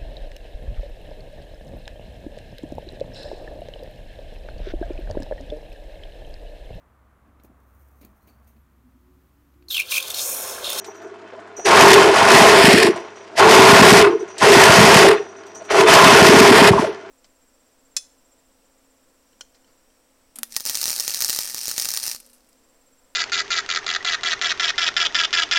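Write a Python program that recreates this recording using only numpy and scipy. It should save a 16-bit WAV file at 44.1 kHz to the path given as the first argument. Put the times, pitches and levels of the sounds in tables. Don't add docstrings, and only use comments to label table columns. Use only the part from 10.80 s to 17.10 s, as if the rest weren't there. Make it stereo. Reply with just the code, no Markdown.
import sys
import numpy as np
from scipy import signal
from scipy.fft import rfft, irfft
from scipy.io import wavfile
from scipy.ndimage import uniform_filter1d

SR = 44100
rng = np.random.default_rng(int(sys.argv[2]) if len(sys.argv) > 2 else 0)


def pcm_store(signal):
    levels = np.round(np.clip(np.atleast_2d(signal), -1, 1) * 32767)
    wavfile.write(sys.argv[1], SR, levels.astype(np.int16).T)


N = 277830

# pitch in Hz, width in Hz, gain in dB.
FRAME_MODES = [(595, 99, -17), (658, 31.5, 4), (711.6, 14, -9.5), (794, 18, -14), (794, 6.1, -6.5),
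               (916.3, 30.4, -4), (1000.8, 11.5, 1.5), (1089, 66, -8), (1260, 63, -30), (1426, 23, -10),
               (1785, 24, -12), (2100, 13, -42), (2585, 27, -11.5), (3113, 17, -17), (3545, 25.5, -16),
               (4140, 33, -23.5)]
# pitch in Hz, width in Hz, gain in dB.
COLUMN_MODES = [(323.8, 8.3, -9), (349.7, 12.4, -6), (395.3, 13.3, 2), (444.2, 8.4, -0.5)]


def amp(db):
    return 10 ** (np.asarray(db) / 20)


def rms_one(x):
    return x / np.sqrt(np.mean(x ** 2) + 1e-20)


def butter(x, hz, order, kind="low"):
    return signal.sosfilt(signal.butter(order, hz, kind, fs=SR, output="sos"), x)


def per_bin(hz, values):
    grid = np.maximum(np.arange(N // 2 + 1) * SR / N, 1)
    return np.interp(np.log(grid), np.log(hz), values)


def colour(x, spectrum):
    return irfft(rfft(x) * amp(per_bin(*np.transpose(spectrum))), N)


def drift(hz):
    r = np.exp(-2 * np.pi * hz / SR)
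    return rms_one(signal.lfilter([1], [1, -2 * r, r * r], rng.standard_normal(N + SR))[SR:])


def grains(per_s, spread_db):
    sizes = amp(spread_db * np.minimum(rng.exponential(1, N), 5)) * rng.choice([-1, 1], N)
    return rms_one(sizes * (rng.random(N) < per_s / SR))


def decay(clicks, seconds):
    return signal.lfilter([1], [1, -np.exp(-1 / (seconds * SR))], clicks)


def resonate(x, modes):
    out = 0
    for k, (hz, width, db) in enumerate(modes):
        r = np.exp(-np.pi * width / SR)
        b = (1 - r * r) / 2 * np.array([1, 0, -1])
        a = [1, -2 * r * np.cos(2 * np.pi * hz / SR), r * r]
        out = out + (-1) ** k * amp(db) * signal.lfilter(b, a, x)
    return out


def evened(ring, samples):
    swing = np.sqrt(uniform_filter1d(ring ** 2, size=samples)) / np.std(ring)
    return rms_one(ring / (swing + 0.2))


def workshop(x, t60):
    t = np.arange(round(.5 * SR)) / SR
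    tail = rng.standard_normal(len(t)) * amp(-60 * t / t60) * (t > .001)
    return signal.fftconvolve(x, tail / np.sqrt(np.sum(tail ** 2)))[:N]


def motor():
    # frequency in Hz, gain in dB.
    idle_spectrum = [(24, -56), (40, -37), (86, -30.5), (202, -2), (271, 4), (381, 1.5), (499, -35),
                     (654, -1.5), (992, -15.5), (1400, 2), (5520, -51), (6880, -22), (14000, -71)]
    # frequency in Hz, rms level in dB.
    hum_tones = [(100, -61.5), (200, -63)]
    t, noise = np.arange(N) / SR, rng.standard_normal(N)
    shaken = noise + amp(16) * resonate(noise, COLUMN_MODES + FRAME_MODES)
    rumble = rms_one(colour(shaken, idle_spectrum)) * amp(-46 + 2 * drift(hz=8.6))
    return rumble + sum(np.sqrt(2) * amp(db) * np.sin(2 * np.pi * hz * t) for hz, db in hum_tones)


def spindle():
    # start in seconds, tick strength in dB, blow relative to the tick in dB.
    ticks = [(0.044, -32, -15), (0.1444, -47, -1), (0.2094, -60, -4), (0.2244, -59, -1), (0.2714, -54, 9),
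             (0.3414, -60, 23.5), (0.388, -62, 5), (0.4239, -67, 20), (0.4773, -56, 3), (0.5197, -68, 15),
             (0.554, -58, 20), (0.598, -51, -4), (0.6724, -53, 15), (0.7244, -61, 2), (0.7667, -47, -1),
             (2.1594, -34, 14), (2.1994, -45, -15), (2.36, -49, -6), (3.3997, -44, 5), (3.476, -47, -1),
             (3.581, -21.5, -13), (4.569, -57, -9), (4.6648, -44.5, -2), (4.7526, -41, -16),
             (4.8194, -46, 13)]
    clicks, blows = np.zeros((2, N))
    for s, db, blow_db in ticks:
        clicks[round(s * SR)] = amp(db)
        blows[round(s * SR)] = amp(db + blow_db)
    clicks += amp(-91) * np.abs(grains(per_s=60, spread_db=14.5))
    envelope = butter(decay(clicks, seconds=.014), 300, order=1)
    ticking = butter(envelope * rng.standard_normal(N), [2200, 8500], order=4, kind="band")
    blunt = butter(blows + 1e-18, 1250, order=3)
    return ticking + amp(42) * resonate(blunt, FRAME_MODES)


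def edge_squeal():
    # start in seconds, length in seconds, squeal level in dB, thin whistle level in dB.
    touches = [(0.0, 0.026, -50, -75), (0.058, 0.056, -45.5, -55), (.15, .04, -53, -65),
               (0.218, 0.064, -57, -72), (0.763, 0.12, -36.5, -60), (.845, .03, -28, -60),
               (2.104, 0.25, -48, -78), (2.355, .09, -52, -83), (3.3, 0.064, -48.5, -72),
               (3.392, 0.028, -46, -74), (3.48, 0.1, -46.5, -80), (4.33, 0.15, -45, -80),
               (4.485, .04, -54, -85), (4.563, .05, -51, -86), (4.658, 0.068, -52, -67),
               (4.746, 0.038, -39.5, -66), (4.838, 0.055, -49, -71), (4.9, .07, -33, -62),
               (5.93, .04, -45.5, -64), (5.983, .03, -45.5, -55), (6.03, .2, -52, -78)]
    # pitch in Hz, width in Hz, gain in dB.
    squeal_modes = [(5800, 10, -3.5), (6050, 35, -11), (6550, 60, -20.5), (6770, 69, -24),
                    (8500, 220, -25.5)]
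    whistle_modes = [(14100, 70, 0), (12500, 70, -15)]
    attack_s, release_db_per_s = 0.0048, 350
    squeal_sag_db_per_s, whistle_sag_db_per_s = 63, 305
    squeal_gain, whistle_gain = np.zeros((2, N))
    for s, length, squeal_db, whistle_db in touches:
        t = np.maximum(np.arange(N) / SR - s, 0)
        touch = np.minimum(t / attack_s, 1) * amp(-release_db_per_s * np.maximum(t - length, 0))
        squeal_gain += touch * amp(squeal_db - squeal_sag_db_per_s * t)
        whistle_gain += touch * amp(whistle_db - whistle_sag_db_per_s * t)
    slip = rng.standard_normal((2, N))
    squeal = evened(resonate(resonate(slip[0], squeal_modes), [(5700, 1400, 0)]), samples=900)
    whistle = rms_one(resonate(resonate(slip[1], whistle_modes), [(13800, 2500, 0)]))
    return squeal_gain * squeal + whistle_gain * whistle


def table_knocks(shake_db):
    # start in seconds, strength in dB.
    knocks = [(0.919, -29), (1.015, -13), (1.163, -15), (1.515, -24), (1.555, -29), (1.608, -7.5),
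              (1.731, -22), (1.833, -7), (1.873, -3.5), (1.931, -2), (2.039, -15), (2.078, -16),
              (2.136, -29), (2.609, -27), (2.661, -35), (2.784, -4), (2.884, -7), (2.921, -4.5),
              (2.988, -6), (3.008, 1.5), (3.065, -14), (3.115, 4), (3.702, -14), (3.759, -9), (3.827, -29),
              (3.887, -5), (3.978, 0), (3.998, -3), (4.034, -6.5), (4.15, -2.5), (4.99, -23), (5.106, -25),
              (5.148, -14), (5.227, -9.5), (5.254, -6.5), (5.318, -16), (5.413, -2.5), (5.484, -5),
              (5.532, -3.5), (5.557, -4), (5.601, -0.5), (5.703, -2.5), (5.811, -2.5), (5.9, 0),
              (5.986, -12)]
    # pitch in Hz, width in Hz, gain in dB.
    table_modes = [(110, 40, -3.5), (157, 17.5, 0), (233, 90, -3.5)]
    jolts = resonate(grains(per_s=120, spread_db=-1.5), [(175, 84, 0)])
    rumble_db = 0.5 + shake_db + 2.07 * np.clip(shake_db + 10, -10, 0)
    out = amp(rumble_db) * rms_one(resonate(jolts, table_modes))
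    t = np.arange(round(.04 * SR)) / SR
    swell = np.exp(-((t - .011) / 0.0031) ** 2)
    for s, db in knocks:
        at, hz, phase = round(s * SR), rng.uniform(150, 250), rng.random()
        size = amp(db + 4 + .3 * max(db + 22, 0))
        out[at:at + len(t)] += size * swell * np.sin(2 * np.pi * (hz * t + phase))
    return out


def chips(chip_db):
    # frequency in Hz, gain in dB.
    chip_spectrum = [(880, -8.5), (1500, -4), (1890, 4.5), (2290, -3), (2520, 0), (3860, -8), (5100, -5),
                     (7500, -13.5), (9820, -15.5), (14200, -37), (15000, -17)]
    snaps = grains(per_s=250, spread_db=0.5) * amp(4.2 * drift(hz=18))
    tails = decay(np.abs(snaps), seconds=0.0023) * rng.standard_normal(N)
    hiss = amp(2 + 0.17 * drift(hz=45)) * rng.standard_normal(N)
    bright = rms_one(colour(rms_one(tails) + hiss, chip_spectrum))
    dull = butter(bright, 7800, order=4)
    bite = np.clip((chip_db + 55) / 22, 0, 1) ** 2
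    return amp(chip_db + 1.115 * np.maximum(chip_db + 23.5, 0)) * (dull + bite * (bright - dull))


def hollowed(crackle):
    # start in seconds, end in seconds, depth from 0 to 1.
    spells = [(1.734, 2.1, 0.63), (3.196, 3.3, .4), (4.273, 4.35, 0.66), (5.695, 5.92, .55)]
    # centre in Hz, width in Hz, gain in dB.
    band = [(6150, 1500, 1.5)]
    t = np.arange(N) / SR
    dip = sum(depth * (t > start) * (t < end) for start, end, depth in spells)
    return crackle - uniform_filter1d(dip, size=800) * resonate(crackle, band)


def with_catches(db, member):
    # time of the peak in seconds, member shaken, peak drive in dB.
    catches = [(.09, "column", -36), (0.089, "part", -38.5), (.26, "column", -32.5), (.32, "column", -38.5),
               (.535, "head", -38), (.59, "head", -40), (.79, "column", -34), (.795, "head", -33),
               (2.03, "part", -19), (2.07, "part", -19.5), (3.33, "part", -29.5), (3.425, "column", -20.5),
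               (3.63, "part", -11), (4.38, "edge", -26.5), (4.399, "column", -19), (4.905, "edge", -24.5),
               (0.866, "column", -17), (.93, "part", -13), (1.42, "part", -12.5), (4.77, "part", -47),
               (4.82, "head", -35), (5.94, "part", -16.5), (5.96, "head", -19.5), (5.99, "part", -14.5),
               (6.03, "column", -16.5), (6.049, "head", -16.5), (6.09, "column", -16.5)]
    waver_db, half_width_s = 1.1, 0.0097
    t = np.arange(N) / SR
    power = amp(2 * (db + waver_db * drift(hz=15)))
    for s, name, peak_db in catches:
        if name == member:
            power += amp(2 * peak_db) * np.exp(-((t - s) / half_width_s) ** 2)
    return 10 * np.log10(power)


def column_groan(groan_db):
    ring = resonate(resonate(rng.standard_normal(N), COLUMN_MODES), [(394, 210, 0)])
    return amp(groan_db + 0.44 * np.maximum(groan_db + 18.5, 0)) * evened(ring, samples=1200)


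def frame_ring(head_db, part_db, edge_db):
    # frequency in Hz, gain in dB.
    floors = [
        [(150, -26), (300, -18), (520, -8), (800, -20.5), (1000, -55), (3000, -83)],
        [(500, -30.5), (800, -9), (1250, -21.5), (1600, -34), (4000, -91)],
        [(700, -48), (1250, -13.5), (2200, -18.5), (3000, -26), (9000, -53)],
    ]
    jolts = grains(per_s=3000, spread_db=4) * amp(3.9 * drift(hz=32))
    force = butter(jolts, 5260, order=4)
    members = FRAME_MODES[:5], FRAME_MODES[5:9], FRAME_MODES[9:]
    out = 0
    for modes, floor, db in zip(members, floors, (head_db, part_db, edge_db)):
        top_hz = modes[-1][0]
        body = butter(resonate(force, modes), 5 * top_hz, order=2) + colour(force, floor)
        chatter_db = 0.41 * np.maximum(db + 17, 0)
        out = out + amp(db + chatter_db) * evened(body, samples=1500)
    return out


def scene():
    # time in seconds, then drive of chips, part and column in dB.
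    cuts = [
        [(.84, -58, -61, -57), (.858, -19, -27.5, -22), (.9, -21, -14, -16.5), (1.02, -16, -10.5, -12),
         (1.22, -19, -14, -11), (1.335, -22.5, -21, -16), (1.37, -19, -16.5, -26), (1.46, -21, -15, -20),
         (1.54, -15.5, -11.5, -14), (1.72, -17, -14.5, -13.5), (1.92, -16, -19, -13.5),
         (1.96, -17.5, -32, -12.5), (2.08, -21, -28.5, -13), (2.105, -31.5, -43, -13.5), (2.13, -42, -35, -41),
         (2.18, -40, -43, -35), (2.3, -51.5, -48, -43)],
        [(2.545, -51, -57, -50), (2.575, -21, -32, -48), (2.595, -17.5, -13.5, -36),
         (2.615, -21.5, -11.5, -11.5), (2.68, -19, -13, -10), (2.72, -16, -12, -11), (2.94, -16, -11, -12.5),
         (3.18, -15, -12, -10.5), (3.26, -24.5, -17, -11.5), (3.3, -40, -33, -16), (3.36, -57, -54, -19),
         (3.395, -50, -46, -47)],
        [(3.55, -52, -48.5, -44), (3.6, -30, -50, -39), (3.625, -20, -14, -28), (3.67, -17.5, -16.5, -12),
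         (3.79, -16, -11.5, -11), (3.92, -16.5, -13.5, -18), (3.96, -15.5, -13, -12.5), (4.22, -16, -14.5, -13),
         (4.29, -18.5, -15.5, -10), (4.33, -24.5, -20, -11.5), (4.375, -45, -44, -27), (4.46, -53, -59, -52)],
        [(4.885, -55, -51, -50), (4.91, -23, -28, -26), (4.94, -23.5, -22, -19), (5.0, -18.5, -16.5, -12.5),
         (5.055, -26, -22.5, -14.5), (5.09, -16.5, -11, -16), (5.5, -16.5, -13.5, -10), (5.89, -16.5, -14, -12),
         (5.915, -25.5, -32.5, -14.5), (5.97, -33, -29, -18.5), (6.0, -24, -25, -33), (6.03, -29, -30.5, -33),
         (6.11, -40.5, -41.5, -34), (6.2, -51, -49.5, -43)],
    ]
    times, *drives = np.concatenate(cuts).T
    feed_db = [np.interp(np.arange(N) / SR, times, drive) for drive in drives]
    chip_db, part_db, groan_db = np.maximum(feed_db, [[-59], [-51.5], [-46.5]])
    head_db = 2.1 + 0.38 * part_db + 0.62 * chip_db
    edge_db = -0.5 + part_db - 0.98 * np.maximum(chip_db - part_db, 0)
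    ring = frame_ring(with_catches(head_db, "head"), with_catches(part_db, "part"),
                      with_catches(edge_db, "edge"))
    groan = column_groan(with_catches(groan_db, "column"))
    crackle = hollowed(chips(chip_db))
    press = ring + groan + crackle + table_knocks(head_db) + edge_squeal() + motor() + spindle()
    near = press + amp(-14) * butter(workshop(press, t60=0.37), 3700, order=1)
    return np.array([near, near])


def record(dry):
    # frequency in Hz, side relative to mid in dB, lean from -1 (right) to 1 (left).
    image = [(60, -26, -.2), (200, -25, -.2), (320, -16, .5), (420, -15, .6), (870, -18, .1),
             (1700, -25, .4), (2400, -40, 0), (3400, -20, -.5), (4500, -21, 0), (5900, -16, .7),
             (7000, -22, .3), (9000, -42, 0)]
    ceiling, hardness, cutoff_hz = .68, 3.5, 15400
    flat = dry[0] / (1 + np.abs(dry[0] / ceiling) ** hardness) ** (1 / hardness)
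    tilted = butter(flat, 95, order=1, kind="high")
    mid = butter(tilted, 55, order=2, kind="high")
    hz, side_db, lean = np.transpose(image)
    side_gain, lean = amp(per_bin(hz, side_db)), per_bin(hz, lean)
    scattered = workshop(mid, t60=.06)
    side = irfft(side_gain * (lean * rfft(mid) + np.sqrt(1 - lean ** 2) * rfft(scattered)), N)
    stereo = np.clip([mid + side, mid - side], -.93, .93)
    treble_cut = signal.cheby2(14, 60, cutoff_hz, fs=SR, output="sos")
    return signal.sosfilt(treble_cut, stereo).clip(-1, 1)


dry = scene()
out = record(dry)
pcm_store(out)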